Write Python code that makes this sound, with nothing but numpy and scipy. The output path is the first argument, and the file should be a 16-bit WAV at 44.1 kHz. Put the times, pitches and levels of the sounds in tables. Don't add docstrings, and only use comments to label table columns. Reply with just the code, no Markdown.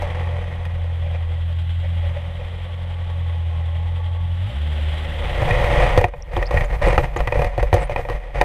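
import sys
import numpy as np
from scipy import signal
from scipy.fft import rfft, irfft
from scipy.io import wavfile
from scipy.ndimage import uniform_filter1d

SR = 44100
rng = np.random.default_rng(int(sys.argv[2]) if len(sys.argv) > 2 else 0)


def log_audio(samples):
    frames = np.atleast_2d(samples).T
    limited = np.clip(frames, -1, 1)
    pcm = np.round(limited * 32767).astype(np.int16)
    wavfile.write(sys.argv[1], SR, pcm)


N = 372204
TIME = np.arange(N) / SR


def amp(db):
    return 10 ** (np.asarray(db) / 20)


def evened(x):
    return x / np.sqrt(np.mean(x ** 2) + 1e-20)


def curve(rows, axis=1):
    columns = np.transpose(rows)
    return np.interp(TIME, columns[0], columns[axis])


def read(points, hz):
    point_hz, db = np.transpose(points)
    return np.interp(np.log(hz + 1), np.log(point_hz), db)


def add(mix, start_s, sound):
    part = mix[max(round(start_s * SR), 0):][:len(sound)]
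    part += sound[:len(part)]


def band(x, lo_hz, hi_hz):
    return signal.sosfilt(signal.butter(2, [lo_hz, hi_hz], "band", fs=SR, output="sos"), x)


def wander(rate_hz):
    hz = np.fft.rfftfreq(N, 1 / SR)
    slow = rfft(rng.standard_normal(N)) * np.exp(-(hz / rate_hz) ** 2)
    return evened(irfft(slow, N))


def response(colour, modes, ring=0.84, size=8192):
    hz = abs(np.fft.fftfreq(size, 1 / SR))
    lifts = sum(lift / (1 + (2 * (hz - mode_hz) / width) ** 2) for mode_hz, width, lift in modes)
    log_gain = np.log(amp(read(colour, hz) + ring * lifts))
    spectrum = np.exp(np.conj(signal.hilbert(log_gain)))
    taps = np.fft.ifft(spectrum).real
    return taps[:size // 2] * np.hanning(size)[size // 2:]


def through(x, taps):
    return signal.oaconvolve(x, taps)[:len(x)]


# (time [s], firing rate [firings/s])
IDLE_SPEED = [(0, 42.7), (.65, 42.8), (1.32, 41.4), (1.88, 42.8), (2.15, 42.1), (2.65, 43.5), (3.2, 42.8),
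              (3.5, 41.2), (3.72, 41.3), (3.97, 43), (4.4, 42.7)]
REV_S, REV_LAG_S, TOW_HZ = 4.515, 0.039, 76.4


def engine_speed(strain=.008):
    idle = curve(IDLE_SPEED)
    tow = TOW_HZ * (1 + strain * wander(5))
    throttle = (1 + np.tanh((TIME - REV_S) / (2 * REV_LAG_S))) / 2
    return idle + (tow - idle) * throttle


# (frequency [Hz], relative level [dB per Hz])
HISS_COLOUR = [(100, 13), (250, -0.5), (400, -1), (600, -5), (900, -3), (1500, 0.5), (2100, -0.5),
               (2700, -0.5), (3300, 3), (3900, -5), (4500, -17.5), (6800, -26), (8800, -20), (15000, -36)]
# (frequency [Hz], width [Hz], lift before the ring factor [dB])
HISS_MODES = [(616, 160, 13.5), (837, 74, 15), (1104, 33, 8), (1990, 250, 8), (3140, 760, 5), (4700, 90, 8),
              (5340, 70, 5.5), (7580, 100, 12), (14300, 320, 15)]
# (time [s], level [dB])
HISS_LEVEL = [(0, -47), (.7, -51.5), (1.95, -46), (2.3, -48), (4.3, -49.5), (4.47, -43.5), (5.1, -39.5),
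              (5.9, -37.5), (6.12, -63), (8.44, -60)]
# (multiple of the firing rate, relative level [dB])
GEAR_TONES = [(20, -6.5), (20.5, -13), (26, -7.5)]
# (time [s], level [dB])
WHINE_LEVEL = [(0, -37.5), (1, -51.5), (2, -54.5), (3, -43.5), (4.1, -40), (4.6, -49), (8.44, -100)]


def machinery(turns, flicker_db=1.2, trim_db=-1.14):
    chuff_db = 2.8 * np.cos(np.pi * turns / 4) ** 4
    noise = rng.standard_normal(N) * amp(chuff_db + flicker_db * wander(54))
    hiss = through(noise, response(HISS_COLOUR, HISS_MODES))
    hiss /= np.std(band(hiss, 2800, 4200))
    whine = np.zeros(N)
    for multiple, db in GEAR_TONES:
        unsteady = wander(32) + 1j * wander(48)
        whine += amp(db) * (unsteady * np.exp(2j * np.pi * multiple * turns)).real
    return amp(curve(HISS_LEVEL) + trim_db) * hiss + amp(curve(WHINE_LEVEL)) * whine / np.sqrt(2)


# (frequency [Hz], width [Hz])
HULL_BOOM = (86.5, 43.6)
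# (time [s], level [dB])
HULL_BOOM_LEVEL = [(0, -26.5), (.3, -22), (.47, -27), (.85, -22.5), (2.08, -20.5), (2.17, -26.5),
                   (2.5, -28.5), (2.93, -25.5), (3.3, -22), (4.45, -21.5), (4.88, -21), (5.02, -26)]
# (multiple of the firing rate, relative level at idle [dB], at towing speed [dB])
ENGINE_ORDERS = [(1, -3, -9), (2, -19, -2.5), (3, -5, -10.5), (4, -8, -19), (5, -21.5, -16.5)]
BUZZ_DB = -37.5
SINK_S, SINK_DB_PER_S, SINK_DEPTH_DB = 5.2, 18.5, 35


def drone(speed, turns, flutter=0.086, unsteady=0.44, uneven_db=-27):
    boom_hz, boom_width_hz = HULL_BOOM
    boom = amp(curve(HULL_BOOM_LEVEL))
    out = np.zeros(N)
    for order, idle_db, towing_db in ENGINE_ORDERS:
        on_boom = 1 / (1 + (2 * (order * speed - boom_hz) / boom_width_hz) ** 6)
        order_db = np.interp(speed, [IDLE_SPEED[0][1], TOW_HZ], [idle_db, towing_db])
        booming = boom * on_boom * (1 + flutter * wander(48))
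        buzzing = amp(BUZZ_DB + order_db) * (1 + unsteady * wander(14))
        out += (booming + buzzing) * np.cos(2 * np.pi * (order * turns + rng.random()))
    throb = 1 + 2 * amp(uneven_db) * np.cos(np.pi * turns / 2)
    sunk_db = np.clip(SINK_DB_PER_S * (TIME - SINK_S), 0, SINK_DEPTH_DB)
    return np.sqrt(2) * out * throb * amp(-sunk_db)


# (time [s], length [s], middle pitch [Hz], peak level before trim and scatter [dB])
GRIT_SQUEAKS = [(6.224, .004, 4900, -28.5), (6.363, .008, 3260, -21.5), (6.459, .018, 4860, -32),
                (6.64, .024, 7000, -42), (6.885, .004, 8300, -31), (7.17, .008, 6300, -32),
                (7.803, 0.055, 9100, -40)]


def squeaks(ring_s=0.00075, scatter=0.099, trim_db=-3):
    out = np.zeros(N)
    t = TIME[:512]
    tick = t / ring_s * np.exp(1 - t / ring_s)
    for start, length, hz, db in GRIT_SQUEAKS:
        slips = np.arange(0, length, .0042)
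        for slip, (late, pitch, size) in zip(slips, rng.standard_normal((32, 3))):
            tone = np.sin(2 * np.pi * hz * (1 + scatter * pitch) * t)
            add(out, start + slip + 0.00087 * late, amp(db + trim_db + 2 * size) * tick * tone)
    return out


# (frequency [Hz], width [Hz], lift before the ring factor [dB])
FRAME_MODES = [(350, 55, 6), (487, 55, 10), (530, 35, 4), (580, 40, 11), (645, 55, -5), (720, 50, 8),
               (825, 60, 3), (985, 60, 2), (1205, 60, 3), (1890, 170, 9), (2465, 110, 6), (4920, 100, 3),
               (6200, 400, 5), (8650, 900, 5)]
# (frequency [Hz], relative level [dB per Hz])
DULL_COLOUR = [(60, 12), (130, 8), (250, -18), (420, -23), (560, 4.5), (750, -6.5), (1200, -19.5),
               (2300, -10), (3500, -25), (12000, -61)]
# (time of the middle [s], level [dB])
STONE_BUMPS = [(1.071, -30), (1.15, -27.5), (1.499, -37), (1.85, -31.5), (2.05, -32), (2.17, -31),
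               (2.41, -32), (4.5, -35), (4.789, -33.5)]


def bumps(length_s=0.063):
    out = np.zeros(N)
    taps = response(DULL_COLOUR, FRAME_MODES)
    swell = np.hanning(int(length_s * SR))
    for middle, db in STONE_BUMPS:
        ring = through(rng.standard_normal(SR // 4), taps)[-len(swell):]
        add(out, middle - length_s / 2, amp(db) * swell * evened(ring))
    return out


# (time [s], level of the scraping before its trim [dB], level of the frame's shudder [dB])
STEADY_DRAG = [(0, -29, -28.5), (.2, -30, -38), (.75, -37.5, -36), (1.3, -39.5, -40), (1.7, -55, -52),
               (2.1, -37.5, -34), (2.7, -41, -45), (3.9, -40.5, -45), (4.45, -45.5, -48), (5.18, -32, -29),
               (5.42, -22, -21), (5.84, -14.5, -17.5), (6.04, -27.5, -28), (6.11, -44, -33),
               (6.27, -41.5, -33), (6.4, -31.5, -24.5), (7.8, -33.5, -27.5), (8.3, -38.5, -32)]
# (start [s], length [s], level of the scraping before its trim [dB], level of the shudder [dB])
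TOOTH_JERKS = [(5.925, 0.094, -21, -17), (6.313, 0.11, -27.5, -20), (6.511, 0.14, -23.5, -16.5),
               (6.69, 0.061, -25.5, -17.5), (6.813, .14, -15.5, -15), (6.983, 0.022, -21.5, -14),
               (7.022, 0.026, -20.5, -24), (7.168, 0.059, -27, -17), (7.335, 0.14, -24, -17),
               (7.588, 0.017, -24, -21), (7.606, 0.0096, -33, -5.5), (7.735, 0.1, -21, -19.5),
               (7.898, 0.031, -25, -28), (7.966, 0.044, -27, -23), (8.09, .075, -28, -22),
               (8.339, 0.18, -24, -19)]
SAG_DB_PER_S = 23


def effort(rise_s, release_s, axis):
    power = amp(curve(STEADY_DRAG, axis=axis)) ** 2
    t = TIME[:SR // 2]
    for start, length, *levels_db in TOOTH_JERKS:
        grip = np.minimum(t / rise_s, 1)
        release = np.exp(-np.maximum(t - length, 0) / release_s)
        level = amp(levels_db[axis - 1] - SAG_DB_PER_S * t)
        add(power, start, (grip * release * level) ** 2)
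    return np.sqrt(power)


# (frequency [Hz], relative level [dB per Hz])
SWAY_COLOUR = [(12, -51), (24, 13), (33, 9), (42, 19.5), (55, 16), (70, -3.5), (110, -7), (150, -3),
               (240, -52.5)]
SWAY_RISE_S, SWAY_RELEASE_S = 0.043, 0.034


def shudder(steadiness=0.8):
    noise = rng.standard_normal(N)
    sway = signal.hilbert(through(noise, response(SWAY_COLOUR, [], size=32768)))
    swing = uniform_filter1d(abs(sway), size=2000)
    steadied = evened(sway.real / swing ** steadiness)
    return effort(SWAY_RISE_S, SWAY_RELEASE_S, axis=2) * steadied


# (time [s], peak level [dB], lift of the treble [dB], lift of the low ring [dB], level of the thump [dB])
TOOTH_KNOCKS = [(0.021, -19.5, 11, 4, -40), (0.653, -29.5, 5, -16, -44), (5.419, -17, 6, 6, -18),
                (5.508, -11, -26, -22, -14), (5.642, -15, -1, -12, -17.5), (5.976, 0, 5.5, -0.5, -10),
                (6.014, -10, -1, 21, -38), (6.042, -5.5, 3.5, 9, -19.5), (6.083, -27.5, 10, 4, -36),
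                (6.137, -23.5, -12, 4, -45), (6.367, -12, 4, 6, -23), (6.376, -15, -1, 19, -20),
                (6.427, -14.5, 2, -5.5, -34), (6.509, -12.5, 5, 1, -25), (6.542, -12.5, 5, 7, -18.5),
                (6.572, -11, -5, -8, -24), (6.609, -16.5, 3, -7, -22), (6.82, -21, 11, 7, -24),
                (6.874, -10.5, 6, 33, -43), (6.979, -3, 1, 6, -12.5), (7.163, -13.5, 3, 0.5, -25),
                (7.204, -13, 1, 3, -40), (7.274, -13, -1, -5.5, -22), (7.323, -9, -6, -3.5, -26.5),
                (7.355, -11, 0, 5, -21), (7.392, -12, 11, 12, -22), (7.419, -10.5, 5, 8, -37),
                (7.445, -12.5, 8, 0, -27), (7.579, -10, 3.5, 8, -21), (7.628, -10, 5, 2.5, -36),
                (7.729, -6, 3, 4, -11.5), (7.741, -4, 20, 16, -15), (7.769, -17, 1, 8, -32),
                (7.896, -13.5, 1, -2.5, -42), (7.961, -11.5, -4, -1, -26), (7.993, -16.5, -5, 13, -31),
                (8.051, -20, -3, -3, -44), (8.088, -17.5, -1, -2, -27), (8.099, -16.5, 5, 4.5, -24),
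                (8.413, -2.5, 6.5, 3, -28)]


def thumps(hz=88, trim_db=5):
    out = np.zeros(N)
    t = TIME[:4096]
    swell = t / .006 * np.exp(1 - t / .006)
    for (start, *_, db), chance in zip(TOOTH_KNOCKS, rng.random(len(TOOTH_KNOCKS))):
        tone = np.sin(2 * np.pi * hz * 2 ** (chance - .5) * t)
        add(out, start, amp(db + trim_db) * swell * tone)
    return out


# (frequency [Hz], relative level [dB per Hz])
BLOW_COLOUR = [(30, -12), (120, -3), (240, -5.5), (380, -1.5), (550, 2), (900, 3.5), (1500, -8.5),
               (2400, -7), (3300, -15.5), (4500, -24.5), (7500, -38), (12000, -35), (15500, -50)]
STRIKE = 1.5


def knocks(crack_s=0.0041, debris_s=0.015, debris=0.2, shell_db=7, crest_db=7):
    out = np.zeros(N)
    t = TIME[:4096]
    hz = np.fft.rfftfreq(2 * len(t), 1 / SR)
    treble = 1 / (1 + (3500 / (hz + 1)) ** 4)
    low = 1 / (1 + (hz / 900) ** 4)
    crumble = np.exp(-t / crack_s) + debris * np.exp(-t / debris_s)
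    taps = response(BLOW_COLOUR, FRAME_MODES, ring=1.49)
    fade = np.hanning(2 * len(t))[len(t):]
    for start, peak_db, treble_db, low_db, _ in TOOTH_KNOCKS:
        force = rng.laplace(size=len(t)) / np.sqrt(2) * crumble
        force[:3] += STRIKE * np.array([.5, 1, .5])
        shell_hz = 450 * 6 ** rng.random()
        shell = shell_db / (1 + (10 * (hz / shell_hz - 1)) ** 2)
        colour = amp(shell + treble * treble_db + low * low_db)
        blow = irfft(rfft(through(force, taps), 2 * len(t)) * colour)[:len(t)] * fade
        add(out, start, amp(peak_db - crest_db) * blow / np.std(blow[:SR // 100]))
    return out


# (frequency [Hz], relative level [dB per Hz])
GRAIN_COLOUR = [(60, 9.5), (140, 6.5), (240, -11.5), (400, -7.5), (550, 1.5), (900, -2), (1500, -12),
                (2100, -6), (3200, -19.5), (4200, -26.5), (7300, -38), (9500, -38), (13000, -53),
                (15500, -48.5)]
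GRIP_S, SAND_RELEASE_S = 0.0095, .011


def scrape(grains_per_s=2000, spread_db=2.0, smooth=0.63, clump_db=1.5, chips_per_s=90, chip=8, trim_db=-4.0):
    size = amp(spread_db * np.minimum(rng.exponential(1, N), 4))
    grains = evened(size * rng.choice([-1, 1], N) * (rng.random(N) < grains_per_s / SR))
    chips = chip * rng.choice([-1, 1], N) * (rng.random(N) < chips_per_s / SR)
    clumps = amp(clump_db * wander(69))
    drive = evened((grains + chips + smooth * rng.standard_normal(N)) * clumps)
    taps = response(GRAIN_COLOUR, FRAME_MODES)
    taps /= np.linalg.norm(band(taps, 450, 2400))
    return through(drive * amp(trim_db) * effort(GRIP_S, SAND_RELEASE_S, axis=1), taps)


def scene():
    speed = engine_speed()
    turns = np.cumsum(speed) / SR
    engine = machinery(turns) + drone(speed, turns)
    dredge = squeaks() + bumps() + shudder() + thumps() + knocks() + scrape()
    return (engine + dredge)[None]


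EDGE_HZ = 15500


def record(dry):
    flattened = dry / (1 + (dry / .7) ** 8) ** (1 / 8)
    treble_cut = signal.firwin(401, EDGE_HZ, window=("kaiser", 9), fs=SR)
    return signal.oaconvolve(flattened, treble_cut[None], "same")


dry = scene()
out = record(dry)
log_audio(out)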